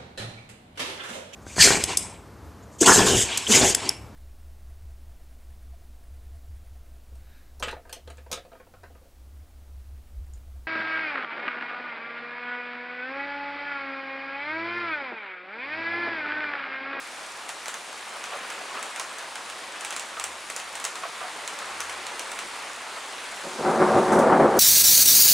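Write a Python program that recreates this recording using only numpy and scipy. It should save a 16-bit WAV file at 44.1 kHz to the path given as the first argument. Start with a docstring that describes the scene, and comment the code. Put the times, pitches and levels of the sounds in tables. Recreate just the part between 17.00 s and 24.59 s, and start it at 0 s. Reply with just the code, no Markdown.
"""Steady rain over a town, heard from a high open window: random impacts merge into wash and hiss.
Fat drops, bursts of noise with a short ring, smack on the sill close by; others thud on ledges
farther off, and a decaying noise tail lets the room answer each one. Near the end thunder breaks:
a stream of shock waves in several peals, booming in the window recess.
A faint wavering sine drone and a narrow band of deep noise lie under it all."""
import sys
import numpy as np
from scipy import signal
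from scipy.fft import rfft, irfft, next_fast_len
from scipy.io import wavfile
from scipy.ndimage import uniform_filter1d, map_coordinates

SR = 44100
rng = np.random.default_rng(int(sys.argv[2]) if len(sys.argv) > 2 else 0)


def store_wav(level_fs):
    """Save 16-bit WAV to argv[1]."""
    pcm = np.round(np.clip(np.atleast_2d(level_fs), -1, 1) * 32767)
    wavfile.write(sys.argv[1], SR, pcm.T.astype(np.int16))


N = 334719  # samples

# relative spectrum of the sharp tick of a drop close by: (f/Hz, level/dB)
TICK_SPECTRUM = [(300, -27), (1500, -14), (4500, -8), (6000, 0), (8000, -1), (10000, -2), (12000, -15.5),
                 (16000, -23)]
# relative spectrum of the duller knock of a drop on the sill: (f/Hz, level/dB)
SILL_SPECTRUM = [(80, -44), (250, -27.5), (450, -7.5), (800, 1), (1200, 2.5), (1800, 0), (2700, 0),
                 (4500, -7.5), (9000, -30)]


def rain():
    """Countless far drops merge into a wash and a hiss; nearer ones patter and plink through."""
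    # wash on roofs and trees: (t/s, level/dB)
    wash_levels = [(0.0, -40), (1.05, -41), (1.37, -37.5), (1.87, -38), (2.19, -39.5), (2.8, -39),
                   (3.4, -41), (3.96, -40), (4.44, -38), (4.78, -36.5), (5.13, -37.5), (6.4, -38.5)]
    # fine hiss: (t/s, level/dB)
    hiss_levels = [(0.0, -45.5), (1.96, -44.5), (2.51, -45), (5.62, -43), (5.85, -44), (7.04, -40.5),
                   (7.31, -45), (7.59, -43.5)]
    # relative spectrum of the wash: (f/Hz, level/dB)
    wash_spectrum = [(35, -46), (60, -30), (123, -23), (200, -14), (280, -9.5), (370, -8), (550, -4),
                     (1020, 0.5), (1500, -1.5), (2400, -3.5), (5000, -17), (6500, -43), (11000, -120)]
    # relative spectrum of the hiss: (f/Hz, level/dB)
    hiss_spectrum = [(1500, -21), (3500, 1.5), (5000, -0.5), (7000, -1), (9500, -2), (11000, -10.5),
                     (12500, -20), (15500, -28.5)]

    wash_db, = curves(wash_levels)
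    hiss_db, = curves(hiss_levels)
    wash_drops = patchy(impacts(rate=9000, spread_db=2), depth_db=1.0)
    wash = unit(coloured(wash_drops, wash_spectrum))
    hiss_drops = patchy(impacts(rate=20000, spread_db=0.5), depth_db=1.0)
    hiss = unit(coloured(hiss_drops, hiss_spectrum))
    patter = unit(coloured(impacts(rate=110, spread_db=3.5), SILL_SPECTRUM))
    gutters = unit(coloured(plinks(rate=110, pitch_hz=1508, t60=0.046), SILL_SPECTRUM))
    ticks = unit(coloured(impacts(rate=70, spread_db=3), TICK_SPECTRUM))

    body = wash + amp(-11.5) * patter + amp(-12.0) * gutters
    body = amp(wash_db + 0.48 * wobble(9)) * body
    body = filtered(body, lambda hz: recess(hz, strength_db=-13.5))
    treble = amp(hiss_db) * (hiss + amp(-11) * ticks)
    return stereo(body + treble, lean_db=0.26)


def plinks(rate, pitch_hz, t60):
    """Small drops set gutters and puddles ringing briefly, each at its own pitch."""
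    chance = rng.random((int(rate * N / SR), 4))
    start, pitch, size, side = chance.T[:, :, None]
    t = np.arange(SR // 20) / SR
    hz = pitch_hz * 2 ** (2.5 * (pitch - 0.5))  # spread over 2.5 octaves
    rings = amp(8.2 * size) * np.sin(2 * np.pi * hz * t) * decay(t, t60)
    where = ((start * N).astype(int) + np.arange(len(t))).ravel()
    channels = (rings, rings * np.sign(side - 0.5))
    return unit(np.array([np.bincount(where, r.ravel(), N)[:N] for r in channels]))


def sill():
    """A fat drop ticks sharply and knocks the sill, the knock varying far less; some burst into droplets."""
    # fat drops on the near sill: (t/s, relative level of the tick/dB)
    fat_drops = [(0.4913, -20.5), (0.6579, -26), (0.6816, -18.5), (0.7414, -23.5), (1.2398, -25),
                 (1.502, -23.5), (1.8275, -21), (1.9608, -23), (1.9971, -17), (2.1844, -26),
                 (2.3555, -24.5), (2.4989, -25.5), (2.8085, -24), (2.8481, -18.5), (2.9063, -21),
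                 (2.9257, -23), (2.9637, -17), (2.9961, -20.5), (3.1975, -18), (3.24, -14.5), (3.5002, -20),
                 (3.5626, -16), (3.599, -26), (3.7534, -20.5), (3.7996, -24), (3.8414, -16), (3.8506, -14),
                 (3.9551, -24), (4.4765, -19), (4.5885, -25.5), (4.804, -15.5), (4.8962, -24),
                 (5.0669, -23.5), (5.1939, -18), (5.3168, -23.5), (5.3895, -20.5)]
    # drops that burst into spatter: (t/s, relative level/dB, time to fall to 1/e/s)
    bursts = [(7.123, -35.5, 0.059), (7.189, -33.5, 0.025), (7.568, -38.5, 0.033)]
    tick_hz, tick_scatter = 7000, 0.1  # middle ring of a tick; its scatter from drop to drop (share)
    knock_db, knock_grows = -5, 0.35  # knock for a 0 dB table entry; dB it gains per dB of entry

    ticks, knocks = np.zeros((2, 2, N))
    pitches = tick_hz * np.exp(tick_scatter * rng.standard_normal(len(fat_drops)))
    for (s, db), hz in zip(fat_drops, pitches):
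        tick = with_ring(smack(t60=0.0077, wet_db=-2.0), hz, t60=0.0028, db=2.0)
        add(ticks, s, amp(db + 8.0) * tick)
        knock = smack(t60=0.0094, wet_db=4.0)
        add(knocks, s, amp(knock_db + knock_grows * db) * knock)
    t = np.arange(SR // 4) / SR
    for s, db, length in bursts:
        add(ticks, s, amp(db) * np.exp(-t / length) * rng.standard_normal((2, len(t))))
    return stereo(coloured(ticks, TICK_SPECTRUM) + coloured(knocks, SILL_SPECTRUM), lean_db=-0.5)


def ledges():
    """Drops on farther sheet metal arrive as dull thuds, each ledge stressing its own pitch."""
    # heavy drops on farther ledges: (t/s, relative level/dB, strongest ring f/Hz)
    heavy_drops = [(1.129, -28, 1140), (1.159, -26, 1010), (1.321, -24.5, 580), (1.332, -21, 563),
                   (1.503, -34, 727), (1.612, -28.5, 666), (1.748, -23, 1280), (1.768, -24, 1280),
                   (1.996, -26.5, 1080), (3.168, -25, 1300), (4.033, -21.5, 1124), (4.047, -24.5, 685),
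                   (4.212, -24.5, 1180), (4.237, -25, 736), (4.617, -28, 1310), (5.967, -29.5, 1340)]
    # relative spectrum of a thud: (f/Hz, level/dB)
    ledge_spectrum = [(80, -54), (250, -39), (450, -9.5), (680, -0.5), (900, -8), (1200, 1), (1700, -9.5),
                      (3000, -12.5), (8000, -38)]

    thuds = np.zeros((2, N))
    for s, db, hz in heavy_drops:
        thud = with_ring(smack(t60=0.094, wet_db=-2), hz, t60=0.056, db=9.5)
        add(thuds, s, amp(db + 14.5) * thud)
    return stereo(coloured(thuds, ledge_spectrum), lean_db=-1.0)


def smack(t60, wet_db):
    """One drop: a short noise splash with a fast rise, then the room's answer."""
    tail = room_tail()
    t = np.arange(tail.shape[1]) / SR
    rise = 1 - np.exp(-t / 0.00054)
    splash = rng.standard_normal(tail.shape) * rise * decay(t, t60)
    splash = splash / np.linalg.norm(splash[0])
    return splash * [[1], [0.5]] + amp(wet_db) * tail


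def with_ring(blow, hz, t60, db):
    """A blow plus the short ring that it excites at one pitch."""
    t = np.arange(SR // 20) / SR
    mode = decay(t, t60) * np.cos(2 * np.pi * hz * t)
    kernel = mode[None] / np.abs(mode).sum()
    ring = signal.fftconvolve(blow, kernel, axes=1)[:, :blow.shape[1]]
    return blow + amp(db) * ring


def room_tail():
    """A fresh two-channel room answer: noise that decays at a rate set by frequency, energy 1."""
    # reverberation of the room: (f/Hz, time to fall 60 dB/s)
    room_t60 = [(200, 0.26), (1000, 0.32), (4000, 0.22), (8000, 0.26), (15000, 0.16)]
    hz, t, z = signal.stft(rng.standard_normal((2, SR // 2)), SR, nperseg=256)
    fading = z * decay(t, along(room_t60, hz)[:, None])
    tail = signal.istft(fading, SR, nperseg=256)[1]
    return tail / np.linalg.norm(tail[0])


def thunder():
    """A roll of booming and crackling shocks; long straight stretches of the channel arrive at once as claps."""
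    # thunder claps: (t/s, boom level/dB, hold/s, crackle level relative to the boom/dB)
    claps = [(6.441, -36, .03, -6), (6.587, -31, 0.025, -16), (6.644, -25.5, 0.058, 0),
             (6.798, -17, 0.031, -3.5), (6.951, -17.5, 0.042, -12), (7.106, -20, 0.031, -2),
             (7.147, -18.5, 0.06, -6), (7.313, -22, 0.013, 6), (7.39, -17, 0.072, -8),
             (7.552, -18, 0.016, -10)]
    # the roll under the claps builds, sags, builds again and falls: (t/s, level/dB)
    roll_levels = [(6.42, -54), (6.57, -41), (6.67, -26.5), (6.94, -21.5), (7.05, -25.5), (7.32, -18.5),
                   (7.59, -25.5)]
    # relative spectrum of the boom: (f/Hz, level/dB)
    boom_spectrum = [(20, -46), (40, -25), (55, -41), (80, -19.5), (130, -14), (170, -8.5), (230, -1.5),
                     (295, -4), (350, -1.5), (560, -4), (800, -7.5), (1200, -22.5), (2500, -64)]
    # relative spectrum of the crackle: (f/Hz, level/dB)
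    crackle_spectrum = [(200, -24.5), (500, -8.5), (800, -1), (1150, -3.5), (1600, -9), (2100, -18.5),
                        (3000, -37), (6000, -63)]
    attack_s, release_s = 0.0039, 0.028
    crackle_base_db, crackle_grows = -1, 1.007  # crackle in a 0 dB roll; dB it gains per dB of roll

    roll_db, = curves(roll_levels)
    arrival = np.clip((np.arange(N) / SR - roll_levels[0][0]) / attack_s, 0, 1)
    boom, crackle = arrival * amp([roll_db, crackle_base_db + crackle_grows * roll_db])
    for s, db, hold, crackle_db in claps:
        surge = amp(db) * clap(s, hold, attack_s, release_s)
        boom = np.hypot(boom, surge)
        crackle = np.hypot(crackle, amp(crackle_db) * surge)

    booming = boom * shocks(rate=1500, spread_db=3, spectrum=boom_spectrum)
    crackling = crackle * shocks(rate=1200, spread_db=1.0, spectrum=crackle_spectrum)
    front, scatter = booming + crackling
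    # long waves reach both sides alike
    scatter = amp(-5.0) * filtered(scatter, lambda hz: hz / np.hypot(hz, 300))
    return stereo(np.array([front, scatter]), lean_db=0.6)


def clap(s, hold, attack_s, release_s):
    """Envelope of one clap: a fast attack, a hold, a release."""
    age = np.maximum(np.arange(N) / SR - s, 0)
    rise = 1 - np.exp(-age / attack_s)
    return rise * np.exp(-np.maximum(age - hold, 0) / release_s)


def shocks(rate, spread_db, spectrum):
    """Shock waves from kinks of the lightning channel, dulled by the air, at an even mean strength."""
    # paths through cloud and streets interfere
    scattered = patchy(impacts(rate, spread_db), depth_db=0.5)
    waves = filtered(coloured(scattered, spectrum), lambda hz: recess(hz, strength_db=2))
    power = np.abs(uniform_filter1d(waves ** 2, size=2000, axis=1))
    return waves / np.sqrt(power + 1e-9)


def recess(hz, strength_db):
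    """Response at the window: the direct sound plus the resonant air modes of the recess."""
    # air modes of the window recess: (f/Hz, width/Hz, relative level/dB)
    air_modes = [(162, 9, 4), (214.5, 4.6, 7.5), (369.8, 8.6, 8.5), (410, 8.1, 0), (471, 12, -1),
                 (518, 6.1, 4), (562.5, 8, 8), (646, 3.7, 6.5), (748.6, 13.4, 4), (904, 10, -0.5),
                 (1165, 19, -5), (1337, 7.5, -6)]
    modes = 0
    for centre, width, db in air_modes:
        damping = 1j * hz * width
        modes = modes + amp(db) * damping / (centre * centre - hz * hz + damping)
    return 1 + amp(strength_db) * modes


def town():
    """A faint low drone wavers in pitch and level, swells and fades over a deep narrow-band rumble."""
    # swells of the drone: (t/s at the top, rise/dB, time from the top to 1/e of the rise/s)
    swells = [(3.3, 10.5, 0.16), (3.72, 6, .13), (4.828, 13, 0.22)]
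    # deep rumble: (t/s, level/dB)
    rumble_levels = [(4.8, -85), (5.1, -75)]
    drone_hz, rest_db = 83, -77  # middle pitch; mean level between swells

    t = np.arange(N) / SR
    drone_db = rest_db + sum(db * np.exp(-((t - s) / half) ** 2) for s, db, half in swells)
    phase = 2 * np.pi * np.cumsum(drone_hz + 2 * wobble(23)) / SR
    drone = amp(drone_db + 1.7 * wobble(10.0)) * unit(np.sin(phase))
    rumble_db, = curves(rumble_levels)
    rumble = unit(filtered(rng.standard_normal(N), lambda hz: np.exp(-((hz - 40) / 5) ** 2)))
    return drone + amp(rumble_db) * rumble


def stereo(pair, lean_db):
    """Two unrelated signals become left and right of a closely spaced microphone pair."""
    # likeness of the two microphones: (f/Hz, left-right correlation)
    likeness = [(100, 1), (300, 0.97), (640, 0.95), (1400, 0.86), (2800, 0.81), (4500, 0.87), (8000, 0.91),
                (12000, 0.88)]

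    def mid_and_side(hz):
        turn = np.arccos(np.clip(along(likeness, hz), -1, 1)) / 2
        return np.array([np.cos(turn), np.sin(turn)])

    mid, side = filtered(pair, mid_and_side)
    return np.array([mid + side, mid - side]) * amp([[lean_db / 2], [-lean_db / 2]])


def impacts(rate, spread_db):
    """Two streams of randomly timed impulses, rate a second, of scattered size and sign, rms 1."""
    hit = rng.random((2, N)) < rate / SR
    size = amp(spread_db * np.clip(rng.standard_normal((2, N)), -2, 2))
    return unit(hit * size * rng.choice([-1, 1], (2, N)))


def patchy(pair, depth_db):
    """Gain that drifts in patches of time and frequency, alike in both channels; rms 1."""
    z = signal.stft(pair, nperseg=512)[2]
    field = uniform_filter1d(rng.standard_normal(z.shape[1:]), size=7, axis=0)
    field = uniform_filter1d(field, size=10, axis=1)
    return unit(signal.istft(z * amp(depth_db * unit(field)), nperseg=512)[1][:, :N])


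def coloured(x, spectrum, size=8192):
    """x through a causal minimum-phase filter of energy 1 with the shape of the spectrum."""
    cepstrum = irfft(np.log(amp(along(spectrum, np.fft.rfftfreq(size, 1 / SR)))))
    cepstrum[1:size // 2] *= 2  # fold the cepstrum onto positive times
    cepstrum[size // 2 + 1:] = 0
    kernel = irfft(np.exp(rfft(cepstrum)))
    return signal.fftconvolve(x, kernel[None] / np.linalg.norm(kernel), axes=1)[:, :N]


def filtered(x, response):
    """x times a complex response of frequency."""
    m = next_fast_len(N + SR // 2)
    return irfft(rfft(x, m) * response(np.fft.rfftfreq(m, 1 / SR)), m)[..., :N]


def add(track, s, sound):
    """Mix a sound into the track at time s."""
    part = track[:, max(round(s * SR), 0):][:, :sound.shape[1]]
    part += sound[:, :part.shape[1]]


def decay(t, t60):
    """Exponential decay that falls 60 dB in t60 seconds."""
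    return np.exp(-np.log(1000) * t / t60)


def wobble(rate):
    """A smooth random curve, rate knots a second."""
    knots = rng.standard_normal(int(N * rate / SR) + 4)
    return map_coordinates(knots, [np.arange(N) * rate / SR])


def curves(rows):
    """One value per sample for each column after the time."""
    s, *cols = np.transpose(rows)
    return [np.interp(np.arange(N) / SR, s, c) for c in cols]


def along(points, hz):
    """(f/Hz, value) points interpolated on a log frequency axis."""
    f, v = np.transpose(points)
    return np.interp(np.log(hz + 1), np.log(f + 1), v)


def amp(db):
    """Amplitude factor of a level in dB."""
    return 10 ** (np.asarray(db) / 20)


def unit(x):
    """x scaled to rms 1."""
    return x / np.sqrt(np.mean(x ** 2) + 1e-20)


def scene():
    """The rain, the drops close by and farther off, the thunder and the town at the open window."""
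    return rain() + sill() + ledges() + thunder() + town()


def record(dry):
    """The recorder keeps nothing at or above its band limit."""
    top_hz = 15900
    return filtered(dry, lambda hz: hz < top_hz)


dry = scene()
out = record(dry)
store_wav(out)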